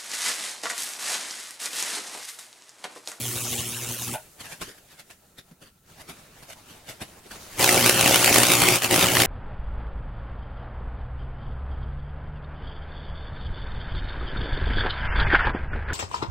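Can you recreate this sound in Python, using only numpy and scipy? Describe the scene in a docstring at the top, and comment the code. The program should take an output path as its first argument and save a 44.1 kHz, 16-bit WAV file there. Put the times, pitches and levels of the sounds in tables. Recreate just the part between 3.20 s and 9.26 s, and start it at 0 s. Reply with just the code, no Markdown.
"""In a workshop, mains-frequency high voltage burns branching tracks into a damp wooden slab.
Small arcs sizzle over a hum: mains-pulsed noise and crackle above even harmonics and a sputtering flame.
The power drops with a clack of ringing modes; hot char fizzes, steams and spits in shaped bursts of noise.
Softer, the switch clacks again, and one fierce arc strikes: noise flashed sixty times a second over a
roaring, buzzing flame, with hard snaps. It blows out briefly, relights and burns on."""
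import sys
import numpy as np
from scipy import signal
from scipy.fft import rfft, irfft, next_fast_len
from scipy.io import wavfile
from scipy.ndimage import map_coordinates

SR = 44100
rng = np.random.default_rng(int(sys.argv[2]) if len(sys.argv) > 2 else 0)


def output_pcm(signal):
    """Save a mono or channel-first signal as 16-bit PCM at the path in sys.argv[1].

    Samples are clipped to [-1, 1] before scaling.
    """
    pcm = np.clip(np.atleast_2d(signal).T, -1, 1) * 32767
    wavfile.write(sys.argv[1], SR, np.round(pcm).astype(np.int16))


N = 267246
T = np.arange(N) / SR
MAINS_HZ = 60
POWER_OFF_S = 0.948
TOP_HZ = 16100  # band limit of the output

# Spectrum of the workshop background [f/Hz, relative level/dB per Hz]
AIR_COLOUR = [(15, -39), (25, 7), (166, 12), (560, -8), (677, -28), (1190, -20), (1330, 4), (1610, -26),
              (16000, -9)]
# Room decay time [f/Hz, t60/s]
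ROOM_DECAY = [(150, 0.071), (1500, 0.15), (12000, 0.34)]

# Spectrum of the small arcs' sizzle [f/Hz, relative level/dB per Hz]
SIZZLE_COLOUR = [(250, -20), (480, -5), (750, -5), (1050, -9.5), (1800, -7), (2500, -2), (3900, -3),
                 (4500, -7.5), (5400, -5), (6300, 0), (8000, -1.5), (10300, 0), (13000, -6), (16000, -6.5)]
# Stereo width of the sizzle [f/Hz, side minus mid level/dB]
SIZZLE_WIDTH = [(400, -31), (600, -8), (1300, -5.5), (2400, -10), (3400, -40), (4600, -1.5), (8000, -14.5),
                (15000, -8)]
# Harmonics of the hum [multiple of the mains, relative level/dB]
HUM_HARMONICS = [(2, 0.5), (4, -4.5), (6, -8), (8, -13), (10, -21.5), (12, -24)]
# Flames flare up along the tracks, or sink [t/s, hum gain/dB]
FLARES = [(0.032, 0.5), (0.078, 2.5), (0.16, 4.5), (0.245, 2), (0.334, 11), (0.4, 9.5), (0.51, -2),
          (0.63, 5), (0.718, 6.5), (0.78, -5), (0.82, 4), (0.89, 7.5), (0.936, 8.5)]
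# Spectrum of the small flames [f/Hz, relative level/dB per Hz]
SPUTTER_COLOUR = [(25, -20), (80, 7), (330, 5.0), (520, -1.5), (750, -9), (1300, -44)]
# Stereo width of the small flames [f/Hz, side minus mid level/dB]
SPUTTER_WIDTH = [(60, -4), (150, -9), (220, -20), (400, -18), (550, -6)]
# Spectrum of the hot gas puffs [f/Hz, relative level/dB per Hz]
DRAUGHT_COLOUR = [(15, -12), (35, -2), (80, 0), (160, -12), (400, -50)]
# Stereo width of the hot gas puffs [f/Hz, side minus mid level/dB]
DRAUGHT_WIDTH = [(30, -1), (150, -5)]

# The switch clacks as the power drops and, softly, as it returns [t/s, blow level/dB]
CLACKS = [(0.946, -25.5), (4.124, -44)]
# Resonances of the switch [f/Hz, width/Hz, relative level/dB]
CLACK_MODES = [(625, 42, 0), (745, 60, -4), (872, 50, 0), (960, 70, -6), (1470, 70, -7), (2520, 300, -17)]
# The char cracks with a bright tick [t/s, blow level/dB]
TICK = (2.184, -41)
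# Resonances of the tick [f/Hz, width/Hz, relative level/dB]
TICK_MODES = [(3400, 81, -5), (3650, 160, 0), (4580, 90, -4)]
# One dull knock [t/s, blow level/dB]
KNOCK = (2.312, -44)
# Resonances of the knock [f/Hz, width/Hz, relative level/dB]
KNOCK_MODES = [(172, 30, 0), (262, 40, -11), (900, 900, -25)]

# Stages of the steam between the arcs
# [start t/s, end t/s, hiss level/dB, body level/dB, level change/dB per s]
HISSES = [(0.944, 2.58, -56.5, -55.5, -8), (2.7, 4.04, -56.5, -56, -0.7), (4.134, 4.385, -48.5, -51, 16)]
# Spectrum of the seeping steam [f/Hz, relative level/dB per Hz]
STEAM_COLOUR = [(88, -4.5), (150, -5.5), (514, -8.5), (624, -7.5), (1040, -11.5), (1720, -8), (3700, -7.5),
                (4860, -9.5), (8560, -9.5), (14800, -16.5), (16000, -17)]
# Stereo width of steam and background [f/Hz, side minus mid level/dB]
STEAM_WIDTH = [(60, -27), (150, -26), (380, -8), (950, -3), (2380, -5.5), (5980, -3), (15000, -10)]
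# Spectrum of the finest bubbles [f/Hz, relative level/dB per Hz]
FIZZ_COLOUR = [(2000, -38), (7000, 2), (13000, -2), (16000, -6)]
# Spits of steam [t/s, relative level/dB, body against treble/dB, rise/s, fall/s]
SPITS = [(1.206, -28.5, -7, 0.0097, 0.014), (1.25, -32.5, -8.5, .011, 0.031),
         (1.323, -28.5, -8.5, 0.02, 0.017), (1.417, -22, -5.5, 0.0065, 0.013),
         (1.487, -34, -5.5, 0.036, .03), (1.581, -44, -5, .01, .007), (1.72, -40.5, -11, 0.038, 0.031),
         (1.795, -34, -10, .009, .013), (1.903, -35, -10, .004, 0.018), (2.184, -35, -5.5, 0.0077, 0.013),
         (2.313, -54, 7, .002, .008), (2.42, -40.5, -1, 0.0066, 0.019), (2.468, -45.5, -4, 0.016, 0.022),
         (2.811, -35.5, -1.5, .024, 0.006), (2.892, -30, -1.5, .01, 0.022), (2.99, -42.5, -4, .04, 0.041),
         (3.225, -38.5, -0.5, 0.0022, 0.017), (3.3, -33, -5, 0.019, 0.012),
         (3.325, -33, -20, 0.0075, 0.0049), (3.5, -38, -2.5, 0.033, 0.069), (3.694, -27, -5.5, 0.014, .02),
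         (3.816, -26, -1, .008, 0.015), (4.06, -42, 2, 0.0044, 0.013), (4.112, -30, -8, 0.0036, 0.0055),
         (4.157, -36.5, 2, 0.008, 0.007)]
# Spectrum of the spits [f/Hz, relative level/dB per Hz]
SPIT_COLOUR = [(59, -13.5), (100, -7.5), (280, -7.5), (583, -5), (1000, -8.5), (1650, -2.5), (3050, -4.5),
               (5190, -8.5), (11400, -10.5), (15000, -20), (16000, -30)]
# Two small cracks inside every spit [t after the spit's time/s]
SPIT_CRACKS = [.0015, 0.00675]

# The big arc strikes, blows out and relights [lit t/s, out t/s, rasp level/dB, flame level/dB]
BURNS = [(4.401, 5.559, -20, -27.5), (5.631, 5.663, -25.5, -31), (5.71, 6.06, -22, -26)]
# The big arc's flame surges and gutters [t/s, half length/s, flame gain/dB]
SURGES = [(4.439, 0.0069, 4.5), (4.555, 0.055, 4), (4.667, 0.016, 6.5), (4.733, 0.027, -5),
          (4.893, 0.04, 6), (5.188, 0.086, 6), (5.26, 0.02, -7), (5.328, 0.016, 3), (5.516, 0.12, 3),
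          (5.727, 0.027, 4.5), (5.832, 0.011, 4.5), (6.007, 0.018, 7)]
# The hard flash changes to the other half cycle [t/s]
FLIPS = [5.175, 5.64, 5.865]
# Spectrum of the rasp [f/Hz, relative level/dB per Hz]
RASP_COLOUR = [(150, -25), (350, -4), (750, -2), (900, -3), (1300, -1.5), (1750, -2), (2050, 0), (3100, 0),
               (3600, -4.5), (5500, -5), (7000, -5.5), (11000, -7), (12800, -10.5), (16000, -11.5)]
# Spectrum of the flame's roar [f/Hz, relative level/dB per Hz]
ROAR_COLOUR = [(25, -16), (60, -11), (85, -4), (115, -1), (170, 0), (210, -4), (300, 0), (400, -1),
               (460, -3), (550, 0), (680, -1), (790, -3), (900, -9), (2500, -30)]
# Harmonics of the flame's buzz [multiple of the mains, relative level/dB]
BUZZ_HARMONICS = [(2, -3.5), (3, -9), (4, -5.5), (5, -5.5), (6, -1), (9, -1.5), (13, -5)]
# Stereo width of the big arc [f/Hz, side minus mid level/dB]
ARC_WIDTH = [(30, -2), (70, -6), (120, -14), (380, -13), (700, -8), (1100, -10), (1600, -8), (2800, -12),
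             (4400, -5.5), (15000, -3)]
# The hardest re-ignitions [t/s, relative level/dB, relative treble level/dB]
SNAPS = [(4.394, -16, -9), (4.441, -12.5, -3), (4.474, -14, -15), (4.49, 1, -15), (4.66, -3, -8),
         (4.694, -2, -5.5), (4.809, -7, -4), (4.874, -5.5, -9), (4.943, -0.5, -17), (4.957, -1, -10),
         (5.043, -2, -7.5), (5.076, -1, -21), (5.09, -6.5, -19), (5.141, -4, -16), (5.158, -3.5, -7),
         (5.182, -2.5, -6), (5.232, -1.5, -8), (5.267, -3.5, -10), (5.317, -4, -10), (5.335, -2, -16),
         (5.417, -1.5, -21), (5.484, -1, -11.5), (5.556, -11, -29), (5.62, -7.5, -14), (5.645, -4, -23),
         (5.741, -3, -16), (5.76, -2, -17), (5.792, -5, -32), (5.811, -2, -29), (5.824, -7, -30),
         (5.84, -5.5, -25), (5.952, -4.5, -26), (5.968, -1.5, -18), (6.002, -4.5, -19), (6.019, -1.5, -14)]
# Spectrum of the snaps' tearing noise [f/Hz, relative level/dB per Hz]
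SNAP_COLOUR = [(120, -9.5), (400, -3), (1200, -1), (2700, 4.5), (4000, -3.5), (10000, 3.5), (16000, -13)]

# Small arcs: levels at the start, fading as the wood dries
SIZZLE_DB, HUM_DB, DRYING_DB_PER_S = -29.5, -39.5, 5.5
FLARE_S, FLARE_SIZZLE = 0.021, 0.34  # half length; share of a flare's dB that the sizzle follows
# The arcs' echo off the slab: central delay (s), gain, wander of the delay (log scale)
SLAB_ECHO_S, SLAB_ECHO, ARC_WANDER = .0009, .45, .35
# Switch: time between chattering contacts and loss at each; a light touch of the lever ahead
BOUNCE_S, BOUNCE_LOSS_DB = 0.0084, 3.8
LEAD_S, LEAD_DB = 0.011, -4
# Hot char: fizz level and cooling time; hold of every spit
FIZZ_DB, FIZZ_FALL_S = -55.5, 0.83
SPIT_HOLD_S = 0.0089
# Big arc: rise and fall of a burn; share of a surge's dB that the rasp follows
LIGHT_S, QUENCH_S, SURGE_RASP = 0.012, 0.02, 0.31
FLASH_DELAY = 0.665  # when in the cycle the gap breaks down (mains cycles)
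# Extra delay as the arc stretches before it first blows out (mains cycles, s)
STRETCH_DELAY, STRETCH_S = 0.33, 0.094
SNAP_HEAT_DB, SNAP_HEAT_S = 2.5, 0.016  # swell of the rasp around a 0 dB snap: gain, half length
SNAP_DELAY_S, SNAP_HOLD_S, SNAP_FALL_S = .0015, 0.00098, .0014


def amp(db):
    """Decibels to gain."""
    return 10 ** (np.asarray(db) / 20)


def unit(x):
    """Scale to rms 1."""
    return x / np.sqrt(np.mean(x ** 2) + 1e-20)


def along(points, hz):
    """Read (Hz, value) points on a log axis."""
    f, v = np.transpose(points)
    return np.interp(np.log(hz + 1), np.log(f + 1), v)


def wobble(rate):
    """A smooth random curve, rate knots a second."""
    knots = rng.standard_normal(int(N * rate / SR) + 4)
    return map_coordinates(knots, [T * rate], order=2)


def bump(s, half):
    """A bell of height 1 around time s."""
    return np.exp(-((T - s) / half) ** 2)


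def swell(start, end, rise, fall):
    """1 from start to end, with exponential flanks outside."""
    before = np.minimum(T - start, 0) / rise
    after = np.maximum(T - end, 0) / fall
    return np.exp(np.maximum(before - after, -40))


def filtered(x, response):
    """Shape x by a response of frequency."""
    m = next_fast_len(N + SR // 4)
    return irfft(rfft(x, m) * response(np.fft.rfftfreq(m, 1 / SR)), m)[..., :N]


def white():
    """Two unrelated noises."""
    return rng.standard_normal((2, N))


def coloured(pair, spectrum, width):
    """Give two unrelated signals a spectrum and mix them into left and right, rms 1."""
    def response(hz):
        return amp(along(spectrum, hz)) * np.array([np.ones_like(hz), amp(along(width, hz))])
    mid, side = filtered(pair, response)
    return unit(np.array([mid + side, mid - side]))


def split(x, edge_hz):
    """The parts below and above an edge, each of rms 1."""
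    low = filtered(x, lambda hz: 1 / (1 + (hz / edge_hz) ** 4))
    return unit(low), unit(x - low)


def workshop(x):
    """A short room answer: a noise tail whose bass dies first and whose treble rings longest."""
    hz, t, z = signal.stft(rng.standard_normal((2, SR // 3)), SR, nperseg=256)
    decay = amp(-60 * t / along(ROOM_DECAY, hz)[:, None])
    tail = signal.istft(z * decay, SR, nperseg=256)[1]
    return signal.fftconvolve(x, tail / np.linalg.norm(tail[0]), axes=1)[:, :N]


def background():
    """Quiet workshop air as steady coloured noise."""
    return amp(-63.5) * coloured(white(), AIR_COLOUR, STEAM_WIDTH)


def flashes(order, delay, sharpness):
    """A bump each time the mains voltage breaks down the gap, order times a cycle; delay in mains cycles."""
    return np.exp(sharpness * (np.cos(2 * np.pi * order * (MAINS_HZ * T - delay)) - 1))


def crackle(rate, spread_db, smear):
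    """Tiny discharges of uneven size, rate a second, each a noise burst dying in smear seconds; rms 1."""
    spread = amp(spread_db * np.clip(rng.standard_normal(N), -2, 2))
    size = (rng.random(N) < rate / SR) * spread
    power = signal.lfilter([1], [1, -np.exp(-2 / (smear * SR))], size ** 2)
    return unit(np.sqrt(power) * white())


def patchy(x, depth_db, span_hz, life):
    """Jets open and close: patches of the spectrum, from span_hz wide, swell and sink over life seconds."""
    z = signal.stft(x, nperseg=512)[2]
    rows, cols = np.indices(z.shape[1:])
    hz, s = rows * SR / 512, cols * 256 / SR
    band = 10 * np.log1p(hz / (10 * span_hz))  # patches widen toward the treble
    field = map_coordinates(rng.standard_normal((64, 512)), [band, s / life], order=2, mode="wrap")
    gain = amp(depth_db * field / (1 + hz / 12000))  # shallower in the treble
    return signal.istft(z * gain, nperseg=512)[1][:, :N]


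def off_slab(x, rate):
    """Add the slab's echo; its delay shifts as the arc wanders, rate times a second, and sweeps the colour."""
    late = np.arange(N) - SR * SLAB_ECHO_S * np.exp(ARC_WANDER * wobble(rate))
    return x + SLAB_ECHO * np.array([map_coordinates(side, [late]) for side in x])


def squeaks(centre_hz, life, glide, count):
    """Boiling sap whistles through pores in short gliding chirps; rms 1 while the power is on."""
    out = np.zeros((2, N))
    t = np.arange(SR // 10) / SR - .05
    times = rng.uniform(0, POWER_OFF_S, count)
    traits = np.clip(rng.standard_normal((count, 4)), -1.7, 1.7)
    for s, (pitch, size, bend, pan) in zip(times, traits):
        hz = centre_hz * 2 ** (.9 * pitch) * np.exp(glide * bend * t)
        chirp = amp(2 * size) * np.exp(-(t / life) ** 2) * np.sin(2 * np.pi * np.cumsum(hz) / SR)
        out[:, int(s * SR):][:, :len(t)] += amp([[2 * pan], [-2 * pan]]) * chirp
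    return unit(out) * np.sqrt(POWER_OFF_S * SR / N)


def mains_tone(orders, delay, waver_db, waver_phase, rate):
    """Stereo stack of mains harmonics; the restless flame shakes each one's size and phase."""
    def line(k, db):
        apart = 0.087 * np.array([wobble(rate), wobble(rate)])  # left and right drift a little apart
        sway = waver_phase * (wobble(rate) + apart)
        return amp(db + waver_db * wobble(rate)) * np.sin(2 * np.pi * k * (MAINS_HZ * T - delay) + sway)
    return unit(sum(line(k, db) for k, db in orders))


def draught():
    """Uneven puffs of hot gas, felt more than heard; rms 1."""
    puffs = white() * amp(4 * wobble(9))
    return coloured(puffs, DRAUGHT_COLOUR, DRAUGHT_WIDTH)


def small_arcs():
    """The tracks sizzle on both half cycles; the heated air hums in even harmonics and flames sputter."""
    flare_db = sum(db * bump(s, FLARE_S) for s, db in FLARES)
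    dried_db = DRYING_DB_PER_S * T
    sizzle_level = amp(SIZZLE_DB - dried_db + FLARE_SIZZLE * flare_db)
    hum_level = amp(HUM_DB - dried_db + flare_db)

    pulse = unit(0.78 + 0.62 * flashes(order=2, delay=0.35, sharpness=1.0) * amp(1.1 * wobble(114.0)))
    sparks = white() + .8 * crackle(rate=900, spread_db=4, smear=.001)
    sparks = patchy(sparks, depth_db=3.7, span_hz=520, life=.03)
    sizzle = coloured(pulse * off_slab(sparks, rate=14), SIZZLE_COLOUR, SIZZLE_WIDTH)
    sizzle = sizzle * amp(0.88 * wobble(36.3))
    sap = amp(-15.5) * squeaks(centre_hz=1510, life=0.006, glide=7, count=110)
    high = sizzle_level * (sizzle + sap) * swell(0, POWER_OFF_S, .005, 0.018)

    hum = -mains_tone(HUM_HARMONICS, delay=.078, waver_db=2.8, waver_phase=.3, rate=30)
    sputter = white() + .6 * crackle(rate=150, spread_db=3, smear=.003)
    sputter = patchy(sputter, depth_db=4.5, span_hz=200, life=.025)
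    flame = coloured(sputter, SPUTTER_COLOUR, SPUTTER_WIDTH)
    low = hum_level * (hum + amp(-3.5) * flame + amp(-22) * draught())
    return high + low * swell(0, POWER_OFF_S, .01, 0.0098)


def struck(blows, modes, contact):
    """Short rough contacts ring a set of resonances; the ring keeps the energy of the blows."""
    def ring(f):
        total = 0
        for k, (centre, width, db) in enumerate(modes):
            resonance = 1j * f * width / (centre * centre - f * f + 1j * f * width)
            total = total + (-1) ** k * amp(db) * resonance
        return total
    push = sum(amp(db) * (T >= s) * swell(s, s, contact, contact) for s, db in blows)
    sound = filtered(push * rng.standard_normal(N), ring)
    return sound * np.sqrt(np.sum(push ** 2) / np.sum(sound ** 2))


def knocks():
    """The chattering switch, a bright tick and a dull knock, each a contact noise ringing its own modes."""
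    touch = [(s - LEAD_S, db + LEAD_DB) for s, db in CLACKS]
    chatter = [(s + k * BOUNCE_S, db - k * BOUNCE_LOSS_DB) for s, db in CLACKS for k in range(7)]
    switch = struck(touch + chatter, CLACK_MODES, contact=.005)
    tick = struck([TICK], TICK_MODES, contact=.008)
    knock = struck([KNOCK], KNOCK_MODES, contact=.014)
    return switch + tick + knock


def seeping_steam():
    """Steam leaks from the burnt tracks: patchy noise whose body and hiss move in stages."""
    leak = white() + .4 * crackle(rate=500, spread_db=3, smear=.0005)
    leak = patchy(leak, depth_db=2.5, span_hz=260, life=.03)
    body, hiss = split(coloured(leak, STEAM_COLOUR, STEAM_WIDTH), edge_hz=1400)
    seep = np.zeros((2, N))
    for start, end, hiss_db, body_db, change_db in HISSES:
        drift = amp(change_db * (np.clip(T, start, end) - start))
        stage = amp(hiss_db) * hiss + amp(body_db) * body
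        seep += stage * drift * swell(start, end, 0.038, 0.032)
    return seep


def spitting_steam():
    """Steam escapes in short gritty spits, each around two small cracks."""
    grit = white() + .7 * crackle(rate=900, spread_db=3, smear=.0006)
    grit = patchy(grit, depth_db=2.2, span_hz=200, life=.025)
    low, high = split(coloured(off_slab(grit, rate=6), SPIT_COLOUR, STEAM_WIDTH), edge_hz=800)
    spits = np.zeros((2, N))
    for s, db, low_db, rise, fall in SPITS:
        cracks = sum(swell(s + c, s + c, 0.00034, 0.00091) for c in SPIT_CRACKS)
        puff = swell(s, s + SPIT_HOLD_S, rise, fall) + 0.45 * cracks
        spits += amp(db - 11.0) * puff * (high + amp(low_db) * low)
    return spits


def hot_char():
    """Steam seeps and spits while the finest bubbles fizz on in the hot tracks, fading as they cool."""
    cooling = swell(POWER_OFF_S, POWER_OFF_S, .02, FIZZ_FALL_S)
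    fizz = amp(FIZZ_DB) * coloured(white(), FIZZ_COLOUR, STEAM_WIDTH) * cooling
    return (seeping_steam() + fizz) * amp(1.96 * wobble(23.9)) + spitting_steam()


def flash_delay():
    """Where in the mains cycle the hard flash falls: later as the arc stretches, half a cycle on at each flip."""
    blowout = BURNS[0][1]
    stretch = (T < blowout) * np.exp(-np.abs(T - blowout) / STRETCH_S)
    return FLASH_DELAY + STRETCH_DELAY * stretch + .5 * np.searchsorted(FLIPS, T)


def snaps():
    """The gap breaks down: one pressure spike inside a few milliseconds of tearing noise, bright or dull."""
    body, treble = split(coloured(white(), SNAP_COLOUR, ARC_WIDTH), edge_hz=4200)
    tears, spikes = np.zeros((2, N)), np.zeros(N)
    for s, db, treble_db in SNAPS:
        start = s + SNAP_DELAY_S
        shape = swell(start, start + SNAP_HOLD_S, 0.00065, SNAP_FALL_S)
        tears += amp(db - 13.0) * shape * (body + amp(treble_db + 9.5) * treble)
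        spikes[int(start * SR)] = -amp(db + 5)
    # round each spike between 600 and 3500 Hz
    return tears + filtered(spikes, lambda hz: 1j * hz / (600 + 1j * hz) / (1 + 1j * hz / 3500))


def big_arc():
    """One hard flash per cycle and a weak one between, over a roaring, buzzing flame."""
    surge_db = sum(db * bump(s, half) for s, half, db in SURGES)
    heat_db = SNAP_HEAT_DB * sum(amp(db) * bump(s, SNAP_HEAT_S) for s, db, _ in SNAPS)
    rasp_level, flame_level = np.zeros(N), np.zeros(N)
    for lit, out, rasp_db, flame_db in BURNS:
        burn = swell(lit, out, LIGHT_S, QUENCH_S)
        rasp_level += amp(rasp_db) * burn
        flame_level += amp(flame_db) * burn

    delay = flash_delay()
    hard = flashes(order=1, delay=delay, sharpness=6.6) * amp(1.8 * wobble(60))
    weak = flashes(order=1, delay=delay + .5, sharpness=6) * amp(3 * wobble(60))
    drive = unit(0.88 + 0.95 * hard + 0.087 * weak) * rasp_level * amp(SURGE_RASP * surge_db + heat_db)
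    sparks = white() + 0.59 * crackle(rate=700, spread_db=2.5, smear=0.00056)
    sparks = patchy(sparks, depth_db=2.0, span_hz=260, life=.018)
    sparks = patchy(sparks, depth_db=1.5, span_hz=700, life=.05)
    rasp = drive * coloured(off_slab(sparks, rate=11), RASP_COLOUR, ARC_WIDTH)

    # wood bursts in coarse pops inside the flame
    pops = .8 * white() + crackle(rate=260, spread_db=4, smear=.0015)
    roar = coloured(pops * (1 + .5 * hard) * amp(1.43 * wobble(45)), ROAR_COLOUR, ARC_WIDTH)
    buzz = mains_tone(BUZZ_HARMONICS, delay=0.761, waver_db=3.5, waver_phase=0.78, rate=14)
    flame = amp(-1) * roar + amp(-3.5) * buzz + amp(-29.5) * draught()
    return rasp + snaps() + flame_level * amp(surge_db) * flame


def scene():
    """Arcs, char and knocks in the room, over its quiet background."""
    direct = small_arcs() + knocks() + hot_char() + big_arc()
    return direct + amp(-10.5) * workshop(direct) + background()


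def record(dry):
    """Clip at full scale, then remove everything above the band limit."""
    return filtered(np.clip(dry, -1, 1), lambda hz: hz < TOP_HZ)


dry = scene()
out = record(dry)
output_pcm(out)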